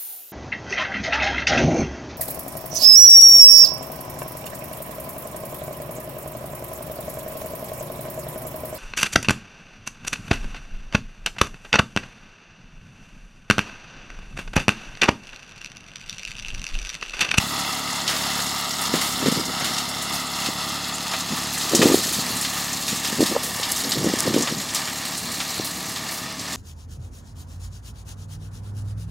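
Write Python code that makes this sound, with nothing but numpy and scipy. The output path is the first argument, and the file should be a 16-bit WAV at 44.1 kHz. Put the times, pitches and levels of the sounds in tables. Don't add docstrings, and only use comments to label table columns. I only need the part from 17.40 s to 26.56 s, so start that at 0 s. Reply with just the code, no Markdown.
import sys
import numpy as np
from scipy import signal
from scipy.fft import rfft, irfft, next_fast_len
from scipy.io import wavfile
from scipy.ndimage import uniform_filter1d, map_coordinates

SR = 44100
rng = np.random.default_rng(int(sys.argv[2]) if len(sys.argv) > 2 else 0)


def to_wav(sig):
    pcm = np.clip(np.atleast_2d(sig), -1, 1) * 32767
    pcm = np.round(pcm).astype(np.int16)
    wavfile.write(sys.argv[1], SR, pcm.T)


N = 403956

# (time [s], level [dB])
HAY_STIR = [(0, -34.5), (0.66, -33.5), (0.82, -30.5), (1.7, -32.5), (2.55, -34.5), (3.7, -34.5), (4.2, -30),
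            (4.5, -25.5), (4.95, -33), (5.8, -31.5), (6.15, -38.5), (6.45, -30), (7.0, -31), (7.65, -34.5),
            (8.25, -35.5), (8.9, -39), (9.16, -34)]


def tractor():
    # (time [s], exhaust beats [1/s])
    speed = [(0, 35.71), (0.5, 35.98), (1.55, 35.52), (3, 35.43), (3.5, 36.13), (4.6, 35.89), (6.7, 35.98),
             (7, 36.28), (7.8, 36.26), (8.1, 35.85), (8.45, 36.2), (8.8, 35.88)]
    # (pitch [multiple of the beat rate], level [dB], waver [dB])
    gear_tones = [(18, -47, .8), (21, -53, 2.5), (21.66, -49.5, 2.5), (32.45, -52, 2.5)]
    start_m, away_m_per_s = 18, 1
    putter_db, drone_db, clatter_db = -37.5, -41, -32.5
    nearness = start_m / (start_m + away_m_per_s * np.arange(N) / SR)
    beats = np.cumsum(curves(speed)[0] * (1 + 0.0006 * wobble(11))) / SR
    putter = amp(putter_db + 1.4 * wobble(2.995)) * exhaust(beats, scatter_db=0.7)
    body = amp(drone_db) * drone(beats)
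    shaft = beats + .0015 * wobble(30)
    whine = sum(amp(db + waver * wobble(7)) * np.sqrt(2) * np.sin(2 * np.pi * multiple * shaft)
                for multiple, db, waver in gear_tones)
    metal = amp(clatter_db) * clatter(beats, depth_db=1.2, waver_db=1.5)
    return nearness * (putter + body + whine + metal)


def exhaust(beats, scatter_db):
    cylinder_db = [-2, 0, 0.2]
    # (place in the beat [0-1], level [dB])
    puffs = [(.38, 7), (0.812, -2.5)]
    # (frequency [Hz], gain [dB])
    pipe_eq = [(25, -45), (40, -46), (70, -4.5), (110, -1), (145, 1), (180, 3), (215, 1.5), (250, 0.5),
               (330, -8), (450, -19), (900, -28.5)]
    beat_starts, pulses = np.arange(int(beats[-1]) + 1), np.zeros(N)
    for place, db in puffs:
        at = np.searchsorted(beats, beat_starts + place)
        size = amp(db + np.resize(cylinder_db, len(at)) + scatter_db * rng.standard_normal(len(at)))
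        pulses += np.bincount(at, size, N + 1)[:N]
    ring = lambda hz: 190 ** 2 - hz ** 2 + 1j * hz * 170
    return coloured(filtered(pulses, lambda hz: np.conj(ring(hz)) / ring(hz)), pipe_eq)


def clatter(beats, depth_db, waver_db):
    # (time [s], tail share [0-1], level [dB])
    turn = [(0, 0.15, -1), (3.0, 0.13, 0), (4.0, 0.44, -0.5), (5.5, 1, 1.5), (7.0, 1, 3), (7.8, 0.98, -0.1),
            (9.16, 0.96, 0)]
    # (frequency [Hz], width [Hz], level [dB])
    side_peaks = [(762, 134, 4.5), (932, 120, 6), (1230, 170, 6), (1267, 217, 6.5), (2030, 266, 4.5),
                  (2766, 320, 3), (3480, 300, 5), (4160, 420, 1), (4760, 510, -0.5), (5320, 170, 4.5),
                  (6310, 140, -1), (6980, 76, 4), (10650, 1200, -8)]
    # (frequency [Hz], width [Hz], level [dB])
    tail_peaks = [(850, 380, 1), (960, 400, 1.5), (1190, 144, 6.5), (1805, 217, 6.5), (2214, 340, 2.5),
                  (2760, 300, 3.5), (3470, 240, 2), (5160, 1850, -1), (7400, 4100, -10.5)]
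    # (time [s], pitch [ratio])
    camera_drift = [(0, .994), (2.2, 1.012), (3.8, .982)]
    tail_share, facing_db = curves(turn)
    knocks = amp(depth_db * np.cos(4 * np.pi * beats) + np.cos(2 * np.pi * beats))
    side = resonant(knocks * rng.standard_normal(N), side_peaks) * amp(4.5)
    side = map_coordinates(side, [np.cumsum(curves(camera_drift)[0])], mode="mirror")
    tail = resonant(knocks * rng.standard_normal(N), tail_peaks) * amp(1.0)
    crossfade = np.sqrt(1 - tail_share) * side + np.sqrt(tail_share) * tail
    return crossfade * amp(facing_db + waver_db * wobble(14))


def drone(beats):
    # (frequency [Hz], density [dB])
    drone_eq = [(20, -33), (45, -29), (90, -20), (160, -9.5), (260, 4), (380, -5.5), (520, -7.5), (700, -7),
                (1100, -18), (2000, -40)]
    return amp(-0.5 * np.sin(2 * np.pi * beats)) * coloured(rng.standard_normal(N), drone_eq)


def underfoot():
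    echo_s, echo_gain = .0016, .22
    hay = rustle() + crunches() + small_crunches()
    return filtered(hay, lambda hz: 1 + echo_gain * np.exp(-2j * np.pi * hz * echo_s))


def rustle():
    # (frequency [Hz], density [dB])
    straw_eq = [(200, -24), (600, -13.5), (1500, -1), (2500, -3), (4200, 4.5), (6000, 2.5), (8200, -0.5),
                (9200, -16), (12000, -30), (16000, -26)]
    # (frequency [Hz], density [dB])
    brittle_eq = [(3000, -36), (6500, 4.5), (8300, 2), (9300, -1.5), (11300, 1), (13000, -2.5),
                  (15500, -6.5)]
    # (time [s], level [dB])
    brittle_ride = [(0, -35.5), (0.65, -41.5), (0.8, -34.5), (1.3, -38.5), (1.7, -35.5), (2.5, -42.5),
                    (3.1, -38), (3.5, -42), (4.0, -36.5), (4.6, -30), (5.1, -34), (5.7, -34.5), (6.0, -37),
                    (6.45, -34), (7.1, -36.5), (8.3, -37.5), (8.78, -38), (8.88, -48), (9.16, -38)]
    rustle_db, = curves(HAY_STIR)
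    brittle_db = curves(brittle_ride)[0] + 0.5
    surges = clumps(per_s=45, t60=.1, depth=2.8)
    straw = coloured(patchy(crackle(N, spread_db=4), depth_db=2.6), straw_eq)
    brittle = coloured(patchy(crackle(N, spread_db=0), depth_db=1.8), brittle_eq) * amp(.8 * wobble(25))
    cracks = amp(rustle_db - 12.5) * ticks(per_s=28, hz=6500, t60=.008)
    return surges * (amp(rustle_db) * straw + amp(brittle_db) * brittle) + cracks


def ticks(per_s, hz, t60):
    kicks = (rng.random(N) < per_s / SR) * rng.random(N) ** 2
    force = signal.lfilter([1], [1, -amp(-60 / (t60 * SR))], kicks)
    return hump(force * rng.standard_normal(N), hz, octaves=1)


def crunches():
    # (time [s], level [dB], centre [Hz], t60 [s])
    tufts = [(0.677, -15.5, 4400, 0.056), (0.69, -22.5, 2600, 0.9), (0.99, -23, 1600, 0.086),
             (1.067, -27, 5000, .1), (1.412, -26.5, 9000, 0.17), (1.455, -21, 4670, 0.049),
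             (1.537, -24, 3000, 0.97), (1.612, -24, 5300, 0.76), (1.859, -22, 3000, 0.4),
             (1.915, -25, 5500, 0.32), (2.208, -26.5, 1400, 0.22), (2.243, -23, 3500, 0.64),
             (2.381, -21.5, 4570, 0.13), (2.489, -31.5, 10000, 0.092), (2.621, -29, 7800, 0.23),
             (2.735, -29, 8300, 0.34), (3.059, -21.5, 3700, 0.094), (3.712, -27, 4500, .08),
             (3.735, -21.5, 1900, 0.1), (3.805, -27, 7000, .06), (4.133, -31, 11000, 0.09),
             (4.178, -22.5, 7300, 0.072), (4.349, -12, 6600, 0.11), (4.416, -14, 2300, 0.087),
             (4.425, -20, 5000, 0.35), (4.545, -23, 6000, 0.31), (4.724, -26, 10000, .15),
             (4.965, -25.5, 8000, .15), (5.011, -23, 7950, .1), (5.048, -21.5, 3200, 0.12),
             (5.329, -24, 6500, .08), (5.479, -21, 4800, 0.33), (5.646, -22, 3900, 0.2),
             (5.805, -23, 5500, 0.33), (5.859, -22, 5500, 0.33), (6.031, -25.5, 7450, 0.66),
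             (6.23, -19.5, 3860, 0.074), (6.316, -26, 8600, 0.2), (6.36, -24, 6300, 0.32),
             (6.492, -30, 12500, .18), (6.519, -17, 4340, 0.06), (6.789, -25.5, 7500, 0.19),
             (6.939, -24, 3400, 0.14), (7.022, -16, 6800, 0.046), (7.072, -21.5, 2100, 0.12),
             (7.346, -22, 6400, 0.22), (7.474, -27.5, 2000, 0.23), (7.776, -26.5, 7460, 0.14),
             (7.916, -27.5, 7300, 0.1), (8.003, -22.5, 2690, 0.15), (8.246, -28, 9800, 0.33),
             (8.56, -29, 3200, 0.21), (8.71, -31.5, 8950, 0.76)]
    # (time [s], peak [dB], centre [Hz])
    stalks = [(0.68, -21, 4800), (4.352, -7, 5650), (6.232, -17.5, 4200), (6.317, -9, 9500),
              (6.320, -6, 8100), (6.519, -11, 4200), (6.805, -2.5, 6900), (7.024, -14, 7000),
              (7.348, -10, 9600), (8.003, -15, 4500)]
    out, t = np.zeros(N), np.arange(SR // 4) / SR
    for s, db, hz, t60 in tufts:
        add(out, s, amp(db - 2.5) * crunch(hz, t60, attack_s=0.00072))
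    for s, db, hz in stalks:
        snap = hump(rng.standard_normal(len(t)) * amp(-60 * t / .005), hz, octaves=.45)
        add(out, s, amp(db) * snap / np.abs(snap).max())
    return out


def small_crunches(per_s=3, over_rustle_db=3.5, centre_hz=5200):
    out, count = np.zeros(N), round(per_s * N / SR)
    for k in range(count):
        s = (k + rng.random()) * N / SR / count
        size, pitch = rng.standard_normal(2)
        db = np.interp(s, *np.transpose(HAY_STIR)) + over_rustle_db + 2.0 * size
        add(out, s, amp(db) * crunch(centre_hz * np.exp(0.22 * pitch), t60=0.096, attack_s=0.0029))
    return out


def crunch(hz, t60, attack_s):
    t = np.arange(SR // 4) / SR
    octaves = 0.79 * (t60 / 0.12) ** 0.68 * (4800 / hz) ** 1.6
    force = (amp(-60 * t / t60) + .5 * np.exp(-t / 0.017)) * (1 - np.exp(-t / attack_s))
    return force * hump(crackle(len(t), spread_db=0.5), hz, octaves)


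def wind():
    # (time [s], level [dB])
    breeze = [(0, -51), (1.1, -48), (1.4, -45), (2.3, -43), (2.8, -50), (3.6, -48), (4.6, -36),
              (5.2, -48.5), (6.7, -38), (7.5, -44), (8.3, -41), (9.16, -45)]
    # (frequency [Hz], density [dB])
    rumble_eq = [(25, -15), (60, 0), (110, 0), (240, 2), (400, -10.5), (800, -28), (3000, -70)]
    # (time [s], level [dB], half-length [s], eddy pitch [Hz])
    gusts = [(1.562, -28, 0.037, 250), (1.828, -24.5, 0.021, 237), (1.875, -20, 0.022, 270),
             (1.984, -26, 0.046, 273), (3.927, -25.5, 0.024, 214), (4.35, -22, 0.033, 295),
             (4.45, -18, 0.056, 277), (4.515, -17.5, 0.028, 300), (4.79, -23.5, 0.006, 237),
             (5.532, -22, 0.0064, 258), (5.815, -21.5, 0.032, 240), (5.917, -25.5, 0.026, 268),
             (5.964, -20.5, 0.011, 493), (6.466, -31, 0.05, 247), (6.585, -24.5, 0.039, 233),
             (6.671, -22, 0.053, 242), (6.891, -24, 0.049, 256), (6.985, -23, 0.058, 250),
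             (7.119, -27.5, 0.023, 226)]
    # (time [s], level [dB], pitch [Hz])
    thumps = [(1.541, -9, 287), (1.862, -9.5, 374), (1.886, -9, 229), (1.925, -9.5, 227),
              (3.089, -16.5, 264), (4.336, -9, 310), (4.349, -9, 302), (4.396, -6.5, 210), (4.417, -6, 230),
              (4.431, -7.5, 388), (4.458, -2, 282), (4.470, -9, 350), (4.501, -9.5, 402),
              (4.545, -0.5, 330), (5.729, -17, 220), (5.807, -6.5, 317), (5.821, -10, 310),
              (5.830, -6.5, 288), (6.646, -11, 323), (6.665, -10, 290), (6.739, -11, 283),
              (6.909, -16, 276), (6.945, -10, 289), (6.965, -6.5, 278), (6.981, -15, 404),
              (8.199, -17.5, 320)]
    # (frequency [Hz], gain [dB])
    port_eq = [(20, -36), (100, -2.5), (330, -2), (510, 4), (700, -1.5), (950, 3.5), (1200, 5), (1600, -10)]
    eddy_gap_s, wake_s, wake_db = 0.0052, 0.12, -12.5
    out = amp(curves(breeze)[0] + 4.8 * wobble(16)) * coloured(rng.standard_normal(N), rumble_eq)
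    t = np.arange(-SR // 4, SR // 4) / SR
    slots = np.arange(-12, 13)
    for s, db, half_s, hz in gusts:
        at = (slots + 0.262 * rng.standard_normal(len(slots))) * eddy_gap_s
        core = eddies(t, at, hz, weight=2 ** (-2 * (at / half_s) ** 2))
        wake = eddies(t, wake_s * rng.uniform(-1, 2, size=6), hz, weight=np.ones(6))
        add(out, s + t[0], amp(db + 2.0) * np.sqrt(half_s * SR) * (core + amp(wake_db) * wake))
    for s, db, hz in thumps:
        add(out, s + t[0], amp(db + 0.5) * eddy(t, hz, rng.uniform(0, 2 * np.pi)))
    return shaped(out, port_eq)


def eddies(t, at, hz, weight, scatter_db=3):
    size, pitch, turn = rng.standard_normal((3, len(at), 1))
    each = amp(scatter_db * size) * eddy(t - at[:, None], hz * np.exp(0.2 * pitch), np.pi * turn)
    train = weight @ each
    return train / np.linalg.norm(train)


def eddy(t, hz, phase, decay_cycles=.52, edge=.3):
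    swell = np.exp((.25 - np.hypot(hz * t, .25)) / decay_cycles)
    turn = 2 * np.pi * hz * t + phase
    return swell * np.sin(turn) + edge * swell ** 2 * np.sin(2 * turn)


def rake(steady_db=-45.5):
    # (time [s], level [dB], half-length [s])
    bites = [(4.65, -42, 0.98), (8.08, -42, 0.45)]
    # (frequency [Hz], width [Hz], level [dB])
    tine_modes = [(4120, 310, 11), (4600, 310, 5.5)]
    # (time [s], level [dB], pitch [Hz], half-length [s])
    squeaks = [(1.99, -32.5, 4950, .06), (3.542, -26, 6920, .014), (5.51, -30, 7010, .03)]
    now = np.arange(N) / SR
    swells = sum(amp(db) * np.exp(-2 * ((now - s) / half_s) ** 2) for s, db, half_s in bites)
    drag = (amp(steady_db) + swells) * amp(1.5 * wobble(25) + 1.0)
    out = drag * resonant(rng.standard_normal(N), tine_modes)
    t = np.arange(-SR // 8, SR // 8) / SR
    for s, db, hz, half_s in squeaks:
        tone = resonant(rng.standard_normal(len(t)), [(hz, hz / 70, 0)])
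        add(out, s + t[0], amp(db) * np.exp(-2 * (t / half_s) ** 2) * tone)
    return out


def clanks(t60=0.096, attack_s=0.0007):
    # (time [s], level [dB])
    jolts = [(0.288, -26), (1.235, -26), (1.819, -26), (3.971, -27), (4.418, -18), (4.515, -23)]
    # (frequency [Hz], width [Hz], level [dB])
    frame_modes = [(1204, 140, 2.5), (1780, 110, -4), (2680, 150, -4.5)]
    out, t = np.zeros(N), np.arange(SR // 4) / SR
    force = amp(-60 * t / t60) * (1 - np.exp(-t / attack_s))
    for s, db in jolts:
        add(out, s, amp(db) * force * resonant(rng.standard_normal(len(t)), frame_modes))
    return out


def hollowed(x, width_hz=160):
    # (time [s], lower [Hz], upper [Hz], depth [dB])
    notches = [(0, 2410, 5900, 4), (2.2, 2500, 6020, 8.5), (4, 2220, 5640, 2.5), (5.3, 2280, 5850, 1.5),
               (6.5, 2580, 5980, 7), (7.6, 2600, 6200, 1)]
    hz, t, spectrum = signal.stft(x, SR, nperseg=1024)
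    s, *cols = np.transpose(notches)
    lower, upper, depth_db = [np.interp(t, s, c) for c in cols]
    dips = sum(np.exp(-((hz[:, None] - centre) / width_hz) ** 2) for centre in (lower, upper))
    return signal.istft(spectrum * amp(-depth_db * dips))[1][:len(x)]


def crackle(count, spread_db):
    noise = rng.standard_normal(count)
    grain_db = spread_db * np.repeat(rng.standard_normal(count // 8 + 1), 8)[:count]
    return unit(noise * amp(grain_db))


def patchy(x, depth_db):
    spectrum = signal.stft(x, nperseg=256)[2]
    bands = uniform_filter1d(rng.standard_normal(spectrum.shape), size=7, axis=0)
    patches = uniform_filter1d(bands, size=4, axis=1)
    return signal.istft(spectrum * amp(depth_db * unit(patches)))[1][:len(x)]


def clumps(per_s, t60, depth):
    kicks = (rng.random(N) < per_s / SR) * rng.uniform(.3, 1, N)
    burst_power = signal.lfilter([1], [1, -amp(-120 / (t60 * SR))], kicks)
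    return unit(np.sqrt(1 + depth * burst_power))


def amp(db):
    return 10 ** (np.asarray(db) / 20)


def unit(x):
    return x / np.sqrt(np.mean(x ** 2) + 1e-20)


def curves(rows):
    s, *cols = np.transpose(rows)
    return [np.interp(np.arange(N) / SR, s, c) for c in cols]


def wobble(rate):
    knots = rng.standard_normal(int(N * rate / SR) + 4)
    return map_coordinates(knots, [np.arange(N) * rate / SR], order=2)


def filtered(x, response):
    size = next_fast_len(len(x) + 2048)
    return irfft(rfft(x, size) * response(np.fft.rfftfreq(size, 1 / SR)), size)[:len(x)]


def shaped(x, points):
    f, db = np.transpose(points)
    return filtered(x, lambda hz: amp(np.interp(np.log(hz + 1), np.log(f), db)))


def coloured(x, points):
    return unit(shaped(x, points))


def resonant(x, peaks):
    power = lambda hz: sum((amp(db) / (1 + 2 * ((hz - centre) / width) ** 2)) ** 2
                           for centre, width, db in peaks)
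    return unit(filtered(x, lambda hz: np.sqrt(power(hz))))


def hump(x, centre_hz, octaves):
    distance = lambda hz: np.log2((hz + 1) / centre_hz) / (1.14 * octaves + 0.045)
    top = lambda hz: 1 / np.sqrt(1 + (hz / (1.68 * centre_hz)) ** 4)
    return unit(filtered(x, lambda hz: (1 + distance(hz) ** 2) ** -.95 * hz / (hz + 600) * top(hz)))


def add(track, s, sound):
    part = track[max(round(s * SR), 0):][:len(sound)]
    part += sound[:len(part)]


def scene():
    field = hollowed(tractor() + rake() + clanks() + underfoot())
    return np.tile(field + wind(), (2, 1))


def record(dry, top_hz=15850):
    return np.array([filtered(x, lambda hz: hz < top_hz) for x in np.clip(dry, -1, 1)])


dry = scene()
out = record(dry)
to_wav(out)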